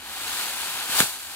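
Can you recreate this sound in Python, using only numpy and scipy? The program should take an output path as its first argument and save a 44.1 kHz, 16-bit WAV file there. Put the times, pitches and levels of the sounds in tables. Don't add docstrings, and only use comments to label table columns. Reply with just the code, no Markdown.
import sys
import numpy as np
from scipy import signal
from scipy.fft import rfft, irfft
from scipy.io import wavfile

SR = 44100
rng = np.random.default_rng(int(sys.argv[2]) if len(sys.argv) > 2 else 0)


def waveform_to_disk(signal):
    frames = np.transpose(np.atleast_2d(signal))
    scaled = np.clip(frames, -1, 1) * 32767
    samples = np.round(scaled).astype(np.int16)
    wavfile.write(sys.argv[1], SR, samples)


N = 59535
TIME = np.arange(N) / SR
HZ = np.fft.rfftfreq(2 * N, 1 / SR)

# (time [s], body fader [dB], treble fader [dB])
SWING_FADERS = [(0, -46.5, -50.5), (.075, -42.5, -44.5), (.15, -41, -40.5), (.21, -38, -39),
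                (.28, -36.5, -37), (.4, -35, -33.5), (.5, -35.5, -36), (.55, -38, -37), (.6, -36, -36),
                (.7, -37, -36.5), (.8, -35, -37), (.875, -38.3, -37.5), (.91, -32.5, -33),
                (.96, -30, -28.5), (.996, -28, -22)]
# (time [s], body fader [dB], treble fader [dB])
SETTLE_FADERS = [(1.01, -24, -26), (1.037, -32, -27.5), (1.063, -36.5, -33), (1.11, -41, -37.5),
                 (1.18, -44.5, -42), (1.26, -44, -42), (1.34, -43.5, -42.5)]
# (frequency [Hz], relative level [dB])
LEAF_EQ = [(40, -36), (120, -16.5), (230, -11.5), (340, -8), (560, -8.5), (780, 0.5), (1150, -2),
           (1550, 1.5), (1950, -2.5), (2450, 0.5), (3300, 1), (4500, -1.23), (5050, -7), (6100, -8),
           (7800, -5), (10000, -7), (13000, -9.5), (15600, -12.5)]
# (time [s], left minus right [dB])
FOLIAGE_PAN = [(0, -0.1), (.85, 0), (.99, 0.4), (1.02, -0.2), (1.07, -0.5), (1.2, -.3)]
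# (time [s], gain [dB], treble against body [dB], decay [s])
TWIG_SNAPS = [(0.335, -34, -10, .006), (0.397, -23, -12, 0.0071), (.6178, -38, 20, 0.00056),
              (.671, -25, -10, 0.0026), (.725, -33, -13, 0.0057), (0.776, -26, -7, 0.0028),
              (0.902, -26, -3, 0.0025), (0.9913, -27.5, 14, .005), (0.994, -18, -8, 0.0024),
              (1.002, -3, -0.5, .0008), (1.0036, -7, 0, 0.0024), (1.0133, -20, 7, 0.0015)]
# (frequency [Hz], relative level [dB])
CRACK_EQ = [(60, -30), (250, -29), (550, -9), (950, 5), (1500, 7.5), (2100, -2), (3500, 6), (5500, -9.5),
            (8000, 5), (10500, 2), (15500, -3.5)]
# (time [s], gain [dB], pitch [Hz])
STEM_BUMPS = [(0.895, -30, 256), (1.005, -13.5, 224), (1.0269, -24, 250), (1.036, -33, 150)]
# (multiple of the pitch [ratio], relative level [dB])
STEM_PARTIALS = [(1, 0), (1.6, -5), (4.5, -12)]
# (time [s], level [dB])
DRAG_FADER = [(.88, -70), (.925, -39), (.99, -35.5), (1.02, -70)]
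# (frequency [Hz], relative level [dB])
DRAG_EQ = [(300, -25), (600, -14), (800, 1.5), (1050, -2), (1500, -3), (2200, -25)]
# (frequency [Hz], relative level [dB])
PILE_EQ = [(25, -24), (42, -8), (62, 1), (110, 16.5), (260, -6), (450, -5), (800, -30), (2000, -60)]
# (frequency [Hz], relative level [dB])
AIR_EQ = [(20, -27), (38, -11), (55, -1), (85, 3), (125, -12.5), (230, -3), (450, -13), (1500, -22.5),
          (15000, -25)]
# (time [s], level [dB])
AIR_FADER = [(0, -54.5), (.9, -56.5), (1.3, -60)]
# (frequency [Hz], left-right likeness [ratio, capped at 1])
STEREO_LIKENESS = [(100, 0.95), (700, 0.74), (1400, 2), (2100, 0.57), (4000, 0.26), (6000, 0.0964),
                   (15000, .1)]
# (frequency [Hz], left minus right [dB])
STEREO_BALANCE = [(100, -1), (1300, -.5), (2400, -0.5), (4200, 3), (8000, 2), (15000, 1.8)]


def leaves(sprays=60, ring_samples=160, contacts_per_s=30000, ring_s=0.00042):
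    spread_db, clump_db, clump_s = 2, 2.5, 0.016
    body_boost_db, treble_boost_db, flutter_db = 4.5, 9, 0.15
    pair = np.zeros((2, N))
    for _ in range(sprays):
        touches = rng.random(N) < contacts_per_s / sprays / SR
        force = amp(spread_db * np.minimum(rng.exponential(1, N), 4) + clump_db * wander(clump_s))
        ring = rng.standard_normal((2, ring_samples)) * np.exp(-TIME[:ring_samples] / ring_s)
        ticks = touches * force * rng.choice([-1, 1], N)
        pair += signal.oaconvolve(ticks[None], unit(ring), axes=1)[:, :N]
    body, treble = crossover(stereo_eq(unit(pair), LEAF_EQ))
    body_gain, treble_gain = foliage_gains()
    rustle = body * amp(body_boost_db) * body_gain + treble * amp(treble_boost_db) * treble_gain
    return rustle * amp(flutter_db * wander(clump_s))


def shoots(count=36, ring_samples=900, taps_per_s=380, low_hz=776, high_hz=4210):
    trim_db, spread_db, ring_cycles = -6, 1.5, 2.83
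    pair, t = np.zeros((2, N)), TIME[:ring_samples]
    for hz in np.geomspace(low_hz, high_hz, count):
        touches = rng.random(N) < taps_per_s / count / SR
        taps = touches * amp(spread_db * np.minimum(rng.exponential(1, N), 3))
        tone = np.sin(2 * np.pi * (hz * t + rng.random((2, 1))))
        ring = tone * t * np.exp(-2 * t * hz / ring_cycles)
        pair += signal.oaconvolve(taps[None], unit(ring), axes=1)[:, :N]
    body_gain, _ = foliage_gains()
    return amp(trim_db) * unit(stereo_eq(pair, LEAF_EQ)) * body_gain


def twigs(attack_s=0.00011):
    body, treble = crossover(stereo_noise(CRACK_EQ))
    return sum(amp(db) * strike(start, attack_s, decay) * (body + amp(bright_db) * treble)
               for start, db, bright_db, decay in TWIG_SNAPS)


def stem(attack_s=0.0015, decay_s=0.0024, low_cut_hz=97):
    knocks = np.zeros(N)
    for start, db, hz in STEM_BUMPS:
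        envelope = 2 * strike(start, attack_s, decay_s)
        for ratio, mode_db in STEM_PARTIALS:
            knocks += amp(db + mode_db) * envelope * np.sin(2 * np.pi * hz * ratio * (TIME - start))
    return signal.sosfilt(signal.butter(2, low_cut_hz, "high", fs=SR, output="sos"), knocks)


def drag():
    return fader(DRAG_FADER) * stereo_noise(DRAG_EQ)


def pile(landing_s=1.004, gain_db=-40):
    return amp(gain_db) * strike(landing_s, attack_s=0.0081, decay_s=0.037) * stereo_noise(PILE_EQ)


def air():
    return fader(AIR_FADER) * stereo_noise(AIR_EQ)


def amp(db):
    return 10 ** (np.asarray(db) / 20)


def unit(x):
    return x / np.sqrt(np.mean(x ** 2) + 1e-20)


def fader(points):
    return amp(np.interp(TIME, *np.transpose(points)))


def foliage_gains():
    points = np.vstack([SWING_FADERS, SETTLE_FADERS])
    return fader(points[:, [0, 1]]), fader(points[:, [0, 2]])


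def curve(points):
    hz, value = np.transpose(points)
    return np.interp(np.log(HZ + 1), np.log(hz), value)


def filtered(x, response):
    return irfft(rfft(x, 2 * N) * response)[..., :N]


def wander(step_s):
    return unit(filtered(rng.standard_normal(N), np.exp(-(HZ * step_s) ** 2)))


def strike(start_s, attack_s, decay_s):
    t = np.maximum(TIME - start_s, 0)
    return (1 - np.exp(-t / attack_s)) * np.exp(-t / decay_s)


def crossover(x, split_hz=4410):
    body = filtered(x, 1 / (1 + (HZ / split_hz) ** 8))
    return body, x - body


def stereo_eq(pair, eq, left_lead_s=0.000095):
    left, other = rfft(pair, 2 * N) * unit(amp(curve(eq)))
    likeness = np.clip(curve(STEREO_LIKENESS), 0, 1)
    lean = amp(curve(STEREO_BALANCE) / 2)
    delay = np.exp(-2j * np.pi * HZ * left_lead_s)
    right = (likeness * left + np.sqrt(1 - likeness ** 2) * other) * delay
    return irfft([left * lean, right / lean])[:, :N]


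def stereo_noise(eq):
    return stereo_eq(rng.standard_normal((2, N)), eq)


def scene():
    pan = np.sqrt(fader(FOLIAGE_PAN))
    foliage = (leaves() + shoots() + twigs()) * np.array([pan, 1 / pan])
    return foliage + stem() + pile() + air() + drag()


def record(dry, high_cut_hz=15780):
    clipped = np.clip(dry, -1, 1)
    high_cut = signal.firwin(511, high_cut_hz, window=("kaiser", 9), fs=SR)
    return signal.oaconvolve(clipped, high_cut[None], "same")


dry = scene()
out = record(dry)
waveform_to_disk(out)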